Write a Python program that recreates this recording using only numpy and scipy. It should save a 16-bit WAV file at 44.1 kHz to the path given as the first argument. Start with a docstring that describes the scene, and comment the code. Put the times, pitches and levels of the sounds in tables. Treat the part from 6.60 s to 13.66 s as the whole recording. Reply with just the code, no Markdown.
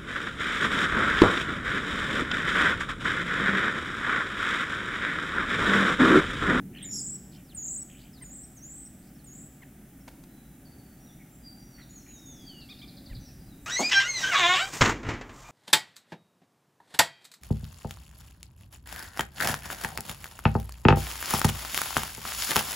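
"""Among trees, on a bare branch, a starling sings: soft rattles and falling slurs lead into five piercing
notes, trilled by a fluttering syrinx membrane; then come clicks, a long falling whistle and nasal calls.
Other small birds answer; twigs smear the song and the trees echo it.
Distant traffic hums under a faint hiss, and a puff of wind touches the microphone near the end."""
import sys
import numpy as np
from scipy import signal
from scipy.fft import rfft, irfft, next_fast_len
from scipy.io import wavfile
from scipy.ndimage import map_coordinates

SR = 44100
rng = np.random.default_rng(int(sys.argv[2]) if len(sys.argv) > 2 else 0)


def output_pcm(signal):
    """Save a mono or channel-first signal as 16-bit PCM at the path in sys.argv[1].

    Samples are clipped to [-1, 1] before scaling.
    """
    pcm = np.clip(np.atleast_2d(signal).T, -1, 1) * 32767
    wavfile.write(sys.argv[1], SR, np.round(pcm).astype(np.int16))


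N = 311346

# piercing notes: start/s, first trill dip/s, end/s, scoop depth/Hz, trill f/Hz, trill depth/Hz,
# chip level/dB, scoop level/dB, trill level/dB, closing arch level/dB
PIERCING_NOTES = [(0.224, 0.335, .57, 60, 7580, 834, -39, -42, -35, -55),
                  (0.945, 1.03, 1.235, 200, 7600, 824, -39.5, -40.5, -34, -56),
                  (1.62, 1.707, 1.86, 220, 7870, 684, -43.5, -56, -44, -57.5),
                  (1.943, 2.097, 2.283, 1400, 7830, 585, -64, -61, -44.5, -60.5),
                  (2.64, 2.727, 2.88, 285, 7560, 771, -53, -55, -48.5, -86)]


def piercing_notes(trill_rate_hz=36.4, flutter_hz=195, flutter_depth=0.53, dip_db=3, octave_db=-28):
    """Each note hooks down, then trills; in every dip of the trill the membrane flutters."""
    out = np.zeros(N)
    for start, first_dip, end, *shape, _ in PIERCING_NOTES:
        t = times(start, end)
        pitch_hz, db, depth_hz = gesture(t, start, first_dip, end, *shape)
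        dip = (1 + np.tanh(2 * np.cos(2 * np.pi * trill_rate_hz * (t - first_dip)))) / 2
        grip_hz = depth_hz * (.35 + .65 * dip) * (1 + .15 * wobble(t, 70))
        pitch_hz += (55 + .08 * depth_hz) * wobble(t, 55)
        flutter = cycle(t, flutter_hz, scatter=.13)
        jitter_hz = (30 + .07 * grip_hz) * wobble(t, 700)
        hz = pitch_hz - depth_hz * dip + .36 * grip_hz * np.sin(flutter) + jitter_hz
        strain = np.clip(grip_hz / 800, 0, 1)
        gain = amp(db + dip_db * strain * (2 * dip - 2.5) + wobble(t, 128.3))
        gain *= 1 - flutter_depth * strain * np.cos(flutter)  # loudest on the downward sweep
        add(out, t, gain * fade(t, .004) * (tone(hz) + amp(octave_db) * tone(2 * hz)))
    return out


def gesture(t, start, first_dip, end, scoop_hz, trill_hz, depth_hz, chip_db, scoop_db, trill_db):
    """Pitch, level and trill depth of a note: high chip, scoop, then a trill that climbs and narrows."""
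    chip_hz, hold_hz, climb_hz = 8630, 7040, 399
    chip_at_s, chip_width_s, half_open_s = start + .0097, .012, .0297
    thinning_db, closing_db = -8, -3.5
    chip = bell(t, chip_at_s, chip_width_s)
    lift = np.where(t < chip_at_s, chip ** .25, chip)
    thinning = bell(t, chip_at_s + chip_width_s, chip_width_s / 2)
    scoop = bell(t, start + .06, width_s=.032)
    progress = np.clip((t - first_dip) / (end - first_dip), 0, 1)
    opened = ramp(t, first_dip - half_open_s, first_dip + half_open_s)
    closed = ramp(progress, .61, .88)
    hz = hold_hz + (chip_hz - hold_hz) * lift - scoop_hz * scoop
    hz += (trill_hz - hold_hz) * opened + climb_hz * np.sin(np.pi / 2 * progress / .72)
    db = trill_db + (chip_db - trill_db) * lift + (scoop_db - trill_db) * scoop
    db += thinning_db * thinning + closing_db * closed
    return hz, db, depth_hz * np.sqrt(opened) * (1 - .7 * closed)


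def buzz(peak_s=.364, width_s=.041, db=-38, start_hz=5430, sag_hz=420, swing_hz=230, octave_db=-12):
    """The other side of the syrinx swells under the first note, pulsed, and sags as it lets go."""
    out, t = np.zeros(N), times(peak_s - 2 * width_s, peak_s + 2 * width_s)
    effort = bell(t, peak_s, width_s)
    pitch_hz = start_hz - sag_hz * ramp(t, peak_s, peak_s + .054)
    flutter = cycle(t, rate_hz=185, scatter=.097)
    hz = pitch_hz + swing_hz * np.sin(flutter) + 110 * wobble(t, 601)
    voice = tone(hz) + amp(octave_db) * effort ** .11 * tone(2 * hz)
    pulses = 1 + .46 * np.sin(flutter + 1)
    add(out, t, amp(db) * effort * fade(t, .004) * pulses * voice)
    return out


def arches(lead_s=.027, length_s=.02, foot_hz=5120, top_hz=5740):
    """The lower voice adds a small pitch arch just before each piercing note ends."""
    rows = [(end - lead_s, length_s, foot_hz, top_hz, foot_hz, db)
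            for _, _, end, *_, db in PIERCING_NOTES]
    return slurs(rows, rough=.3, width_hz=700)


def rattles(rate_hz=82, swing=.13, rasp_hz=160, uneven_db=2):
    """Uneven strings of tiny rasping pitch arches; the softer ones are mostly air."""
    # t/s, length/s, start f/Hz, end f/Hz, level/dB
    strings = [(0.121, .16, 2317, 3550, -50.5), (0.115, 0.22, 1892, 2040, -59),
               (0.707, 0.076, 4200, 4950, -62.5), (0.72, 0.11, 2920, 2600, -64),
               (1.276, 0.15, 2570, 2950, -61), (1.378, 0.08, 3850, 4720, -65),
               (1.387, .12, 3050, 2700, -63.5), (2.414, .099, 4080, 5440, -70),
               (5.172, 0.056, 1850, 1620, -56), (5.179, 0.045, 2920, 2660, -67),
               (5.45, 0.088, 1900, 2900, -63.5)]
    out = np.zeros(N)
    for start, length, start_hz, end_hz, db in strings:
        t = times(start, start + length)
        beat = cycle(t, rate_hz, scatter=.14)
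        rough = np.interp(db, [-62, -53], [.65, .15])
        hz = arc(t, start_hz, end_hz) * (1 + swing * np.sin(beat)) + rasp_hz * wobble(t, 297.6)
        gain = amp(db + uneven_db * wobble(t, 264.4)) * (1 + .45 * np.cos(beat - .6))
        add(out, t, gain * fade(t, length / 4) * husky(t, hz, rough, width_hz=1100))
    return out


def falling_slurs():
    """The starling's soft, husky downward glides."""
    # t/s, length/s, start f/Hz, end f/Hz, level/dB
    notes = [(.16, 0.05, 4500, 3650, -63), (.835, 0.067, 6100, 4430, -71), (.888, 0.052, 4730, 2280, -59.5),
             (1.52, .084, 5700, 3340, -62), (1.592, 0.031, 5600, 4600, -68), (2.548, .027, 5640, 5240, -68),
             (2.585, 0.03, 4700, 3880, -68.5), (4.592, 0.04, 2310, 2130, -60.5)]
    return slurs(notes, rough=.3, width_hz=700)


def nasals(harmonics=6, half_width_hz=620):
    """Slightly hoarse harmonic calls shaped by one throat resonance."""
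    # t/s, length/s, start f/Hz, middle f/Hz, end f/Hz, level/dB, throat resonance/Hz
    calls = [(1.611, 0.032, 996, 1011, 750, -54.5, 1960), (3.019, 0.021, 1067, 993, 755, -52.5, 1990),
             (6.088, 0.046, 1048, 1255, 1066, -49.5, 3120), (6.216, 0.035, 1028, 1206, 1065, -50, 3020),
             (6.496, .042, 1044, 933, 720, -57.5, 2200), (6.683, 0.033, 916, 873, 806, -66, 2240)]
    out = np.zeros(N)
    for start, length, *path_hz, db, throat_hz in calls:
        t = times(start, start + length)
        hz = arc(t, *path_hz) + 8 * wobble(t, 400)
        voice = np.zeros(len(t))
        for k in range(1, harmonics + 1):
            resonance = 1 / (1 + ((k * hz - throat_hz) / half_width_hz) ** 2)
            voice += resonance * husky(t, k * hz, rough=.05, width_hz=600)
        add(out, t, amp(db) * fade(t, .003) * unit(voice))
    return out


def whistle(waver_hz=30, gain_db=-1, flicker_db=2.5):
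    """One thin, unsteady whistle sinks by nearly an octave."""
    # t/s, f/Hz, level before gain_db/dB
    path = [(4.8, 4877, -83), (4.874, 4773, -50), (4.944, 4660, -66), (5.082, 4720, -77),
            (5.156, 4490, -61), (5.298, 4490, -74), (5.308, 4230, -73), (5.472, 4210, -74),
            (5.538, 3875, -65), (5.878, 3300, -57), (5.938, 2950, -52.5), (5.998, 2869, -55),
            (6.07, 2630, -60)]
    out, t = np.zeros(N), times(path[0][0], path[-1][0])
    hz, db = curves(path, t)
    flicker = amp(flicker_db * wobble(t, 40))
    voice = husky(t, hz + waver_hz * wobble(t, 45), rough=.07, width_hz=350)
    add(out, t, amp(db + gain_db) * fade(t, .0052) * flicker * voice)
    return out


def clicks():
    """Short dry cracks of decaying noise, dull or bright."""
    # t/s, level/dB, t60/s, low-pass edge/Hz
    cracks = [(3.4762, -52, 0.0066, 2500), (3.4793, -39, 0.045, 1100), (3.488, -51, 0.028, 13000),
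              (3.638, -49, 0.023, 3480)]
    out = np.zeros(N)
    for start, db, t60_s, edge_hz in cracks:
        t = times(start, start + .04)
        band = signal.butter(1, [160, edge_hz], "band", fs=SR)
        burst = unit(signal.lfilter(*band, rng.standard_normal(len(t))))
        add(out, t, amp(db - 60 * (t - start) / t60_s) * burst)
    return out


def tit(drop_s=.08, drop_share=.27, drop_db=-12):
    """A tit's high calls hold, then drop in pitch and level."""
    # t/s, hold/s, f/Hz, level/dB
    calls = [(5.29, 0.063, 6840, -51), (5.474, 0.059, 6770, -52), (5.651, 0.054, 6630, -51.5)]
    out = np.zeros(N)
    for start, hold_s, hz, db in calls:
        t = times(start, start + hold_s + drop_s)
        drop = np.clip((t - start - hold_s) / drop_s, 0, 1)
        voice = husky(t, hz * (1 - drop_share * drop ** 1.3), rough=.1, width_hz=400)
        add(out, t, amp(db + drop_db * drop) * fade(t, .013) * voice)
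    return out


def tit_run(count=7, start_s=6.003, step_s=.0904, length_s=.028, path_hz=(5330, 4280, 3910), db=-52.5):
    """The tit closes with an even run of steep, raspy down-slurs."""
    rows = [(start_s + k * step_s, length_s, *path_hz, db) for k in range(count)]
    return slurs(rows, rough=.65, width_hz=1300, edge_share=.25)


def twitter(count=6, start_s=4.05, step_s=.065, length_s=.0273, db=-61.5, step_db=-2.7):
    """A small bird's run of falling chirps, each weaker than the last and randomly detuned."""
    path_hz = np.array([4680, 4280])
    detune = 1 + .0195 * rng.standard_normal(count)
    rows = [(start_s + k * step_s, length_s, *(path_hz * detune[k]), db + k * step_db)
            for k in range(count)]
    return slurs(rows, rough=.35, width_hz=500)


def neighbours():
    """Birds in the trees give thin whistles, slurs and one hoarse falling call."""
    # t/s, length/s, start f/Hz, end f/Hz, level/dB
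    thin_calls = [(3.405, 0.021, 5470, 5430, -69), (3.66, 0.23, 4050, 3870, -72),
                  (4.39, .16, 5680, 5860, -62.5), (4.46, 0.059, 3900, 3330, -64.5),
                  (4.7, 0.096, 7420, 7750, -65), (4.96, .3, 5770, 5736, -61), (5.2, 0.043, 4500, 3410, -57),
                  (5.79, .08, 5140, 4350, -65), (5.858, 0.053, 4810, 4390, -51.5),
                  (6.3, 0.36, 567, 532.5, -65.5), (6.7, 0.22, 4860, 4820, -73),
                  (6.88, 0.076, 4170, 3590, -65.5), (7.015, .076, 7650, 7800, -62.5)]
    # t/s, length/s, start f/Hz, middle f/Hz, end f/Hz, level/dB
    hoarse_call = [(6.58, .15, 5900, 5770, 4800, -56.5)]
    thin = slurs(thin_calls, rough=.25, width_hz=250)
    return thin + slurs(hoarse_call, rough=.7, width_hz=700, edge_share=.35)


def twigs(x, spread_s, direct_share):
    """Branches on the way scatter part of the power, smearing it over hundredths of a second."""
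    t = times(0, 5 * spread_s)
    response = rng.standard_normal(len(t)) * np.exp(-t / spread_s)
    response *= np.sqrt(1 - direct_share) / np.linalg.norm(response)
    response[0] = np.sqrt(direct_share)
    return signal.fftconvolve(x, response)[:N]


def trees(x, delay_s=.0026, build_s=.0083):
    """Trunks and twigs scatter a soft tail that builds up and dies by band."""
    # f/Hz, t60/s
    decay = [(300, 0.49), (2500, 0.68), (5000, 0.91), (7500, 0.76), (12000, 0.27)]
    hz, t, bands = signal.stft(rng.standard_normal(SR), SR, nperseg=256)
    tail = signal.istft(bands * amp(-60 * t / along(decay, hz)[:, None]), SR, nperseg=256)[1]
    age_s = np.maximum(np.arange(len(tail)) / SR - delay_s, 0)
    tail *= 1 - np.exp(-age_s / build_s)
    return signal.fftconvolve(x, tail / np.linalg.norm(tail))[:N]


def traffic(t, rumble_db=-51, hum_gain_db=-3):
    """Far traffic rumbles and hums; one vehicle's drone dies away."""
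    # f/Hz, relative density/dB
    rumble_spectrum = [(15, -12), (25, -18), (58, -0.5), (91, -9.5), (124, -2), (217, -1.5), (242, -3),
                       (273, -6.5), (295, -5), (492, -23.5), (548, -18.5), (690, -22), (757, -18),
                       (1000, -31.5), (1300, -63), (2200, -120)]
    drone_spectrum = [(40, -24), (90, -15), (150, -7.5), (195, 0.5), (225, -9), (270, -12), (330, -15),
                      (450, -21.5), (1000, -120)]
    # t/s, level/dB
    drone_level = [(0, -42), (.12, -41.5), (.24, -48), (.5, -47), (.9, -60.5), (1.3, -83)]
    # f/Hz, level before hum_gain_db/dB
    hum_tones = [(48.4, -61.5), (134.6, -60), (269.2, -58.5)]
    rumble = amp(rumble_db + .57 * wobble(t, 5.6)) * noise(rumble_spectrum)
    drone = amp(curves(drone_level, t)[0]) * noise(drone_spectrum)
    hum = sum(amp(db + hum_gain_db + 2.1 * wobble(t, 5)) * tone(hz + 2 * wobble(t, 8))
              for hz, db in hum_tones)
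    return rumble + drone + hum


def wind_puff(t):
    """One puff of wind buffets the microphone."""
    # t/s, level/dB
    level = [(6.35, -96), (6.47, -51), (6.52, -39), (6.61, -43), (6.68, -51.5), (7.06, -56)]
    # f/Hz, relative density/dB
    spectrum = [(15, -8), (30, 2.5), (55, 4.5), (115, 5), (200, -12), (500, -35), (1500, -120)]
    return amp(curves(level, t)[0]) * noise(spectrum)


def hiss(mid_db=-60.5, side_db=-62):
    """Faint stereo hiss: one part alike at both ears, one opposite in sign."""
    # f/Hz, relative density/dB
    mid_spectrum = [(700, -48), (1100, 0.5), (1500, 3.5), (1900, 2), (2700, -3), (3500, -4.5),
                    (4400, -10.5), (6000, -5), (8000, -3.5), (11000, -1.5), (15500, -1.5)]
    side_spectrum = [(24, -36), (40, -13), (202, -2.5), (496, -13), (998, -16), (2390, -4), (2920, -9),
                     (4130, -35), (4800, -13), (6980, -2), (15500, 2)]
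    side = amp(side_db) * noise(side_spectrum)
    return amp(mid_db) * noise(mid_spectrum) + np.array([side, -side])


def slurs(rows, rough, width_hz, edge_share=.2):
    """Husky glides that swell and fade; rows: t/s, length/s, two or three f/Hz, level/dB."""
    out = np.zeros(N)
    for start, length, *path_hz, db in rows:
        t = times(start, start + length)
        add(out, t, amp(db) * fade(t, edge_share * length) * husky(t, arc(t, *path_hz), rough, width_hz))
    return out


def husky(t, hz, rough, width_hz):
    """A gliding tone; the share rough of its power is noise that follows the pitch."""
    grain = wobble(t, width_hz) + 1j * wobble(t, width_hz)
    carrier = np.exp(2j * np.pi * np.cumsum(hz) / SR)
    return np.real((np.sqrt(2 * (1 - rough)) + np.sqrt(rough) * grain) * carrier)


def tone(hz):
    """Sine of rms 1 along a pitch path."""
    return np.sqrt(2) * np.sin(2 * np.pi * np.cumsum(hz) / SR)


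def cycle(t, rate_hz, scatter):
    """Phase of a slightly uneven oscillation."""
    return 2 * np.pi * np.cumsum(rate_hz * (1 + scatter * wobble(t, rate_hz / 2))) / SR


def arc(t, *path_hz):
    """Pitch path: straight through two pitches, parabolic through three."""
    shape = np.polyfit(np.linspace(0, 1, len(path_hz)), path_hz, len(path_hz) - 1)
    return np.polyval(shape, np.linspace(0, 1, len(t)))


def wobble(t, rate_hz):
    """Smooth random curve, rate_hz knots a second."""
    position = (t - t[0]) * rate_hz
    return map_coordinates(rng.standard_normal(4096), [position + 2], mode="wrap")


def noise(spectrum):
    """Coloured noise of rms 1."""
    return unit(filtered(rng.standard_normal(N), lambda hz: amp(along(spectrum, hz))))


def filtered(x, response):
    """Apply a frequency response."""
    size = next_fast_len(N + SR // 2)
    return irfft(rfft(x, size) * response(np.fft.rfftfreq(size, 1 / SR)), size)[..., :N]


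def fade(t, edge_s):
    """Soft opening and closing of a note."""
    return ramp(np.minimum(t - t[0], t[-1] - t), 0, edge_s)


def ramp(t, start, end):
    """Smooth step from 0 to 1."""
    return np.sin(np.pi / 2 * np.clip((t - start) / (end - start), 0, 1)) ** 2


def bell(t, centre_s, width_s):
    """Smooth hump of height 1."""
    return np.exp(-((t - centre_s) / width_s) ** 2)


def along(points, hz):
    """Read (f/Hz, value) points on a log axis."""
    knots_hz, values = np.transpose(points)
    return np.interp(np.log(hz + 1), np.log(knots_hz), values)


def curves(rows, t):
    """Each column after the time, read at times t."""
    knots_s, *columns = np.transpose(rows)
    return [np.interp(t, knots_s, column) for column in columns]


def times(start_s, end_s):
    """Sample times of a span."""
    return start_s + np.arange(max(int((end_s - start_s) * SR), 64)) / SR


def add(track, t, sound):
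    """Mix a sound into a track at t[0]."""
    part = track[max(round(t[0] * SR), 0):][:len(sound)]
    part += sound[:len(part)]


def amp(db):
    """Decibels to gain."""
    return 10 ** (np.asarray(db) / 20)


def unit(x):
    """Scale to rms 1."""
    return x / np.sqrt(np.mean(x ** 2) + 1e-20)


def scene(near_echo_db=-17, far_echo_db=-6.5, far_direct_db=-1):
    """The starling is close and nearly dry; the other birds are washed in echo."""
    # a head turned away sends more sound to the trees: t/s, added echo/dB
    head_turn = [(1.2, 0.5), (1.7, 5.5), (3.0, 5), (4.8, 7)]
    t = np.arange(N) / SR
    song = falling_slurs() + piercing_notes() + buzz() + arches() + rattles() + nasals() + whistle()
    starling = twigs(song, spread_s=.012, direct_share=.88) + clicks()
    far_birds = twigs(tit() + tit_run() + twitter() + neighbours(), spread_s=.02, direct_share=.75)
    turn_db = curves(head_turn, t)[0]
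    echo = trees(amp(near_echo_db + turn_db) * starling + amp(far_echo_db) * far_birds)
    return starling + amp(far_direct_db) * far_birds + echo + traffic(t) + wind_puff(t) + hiss()


def record(dry):
    """Brick-wall low-pass."""
    return filtered(dry, lambda hz: hz < 15820)


dry = scene()
out = record(dry)
output_pcm(out)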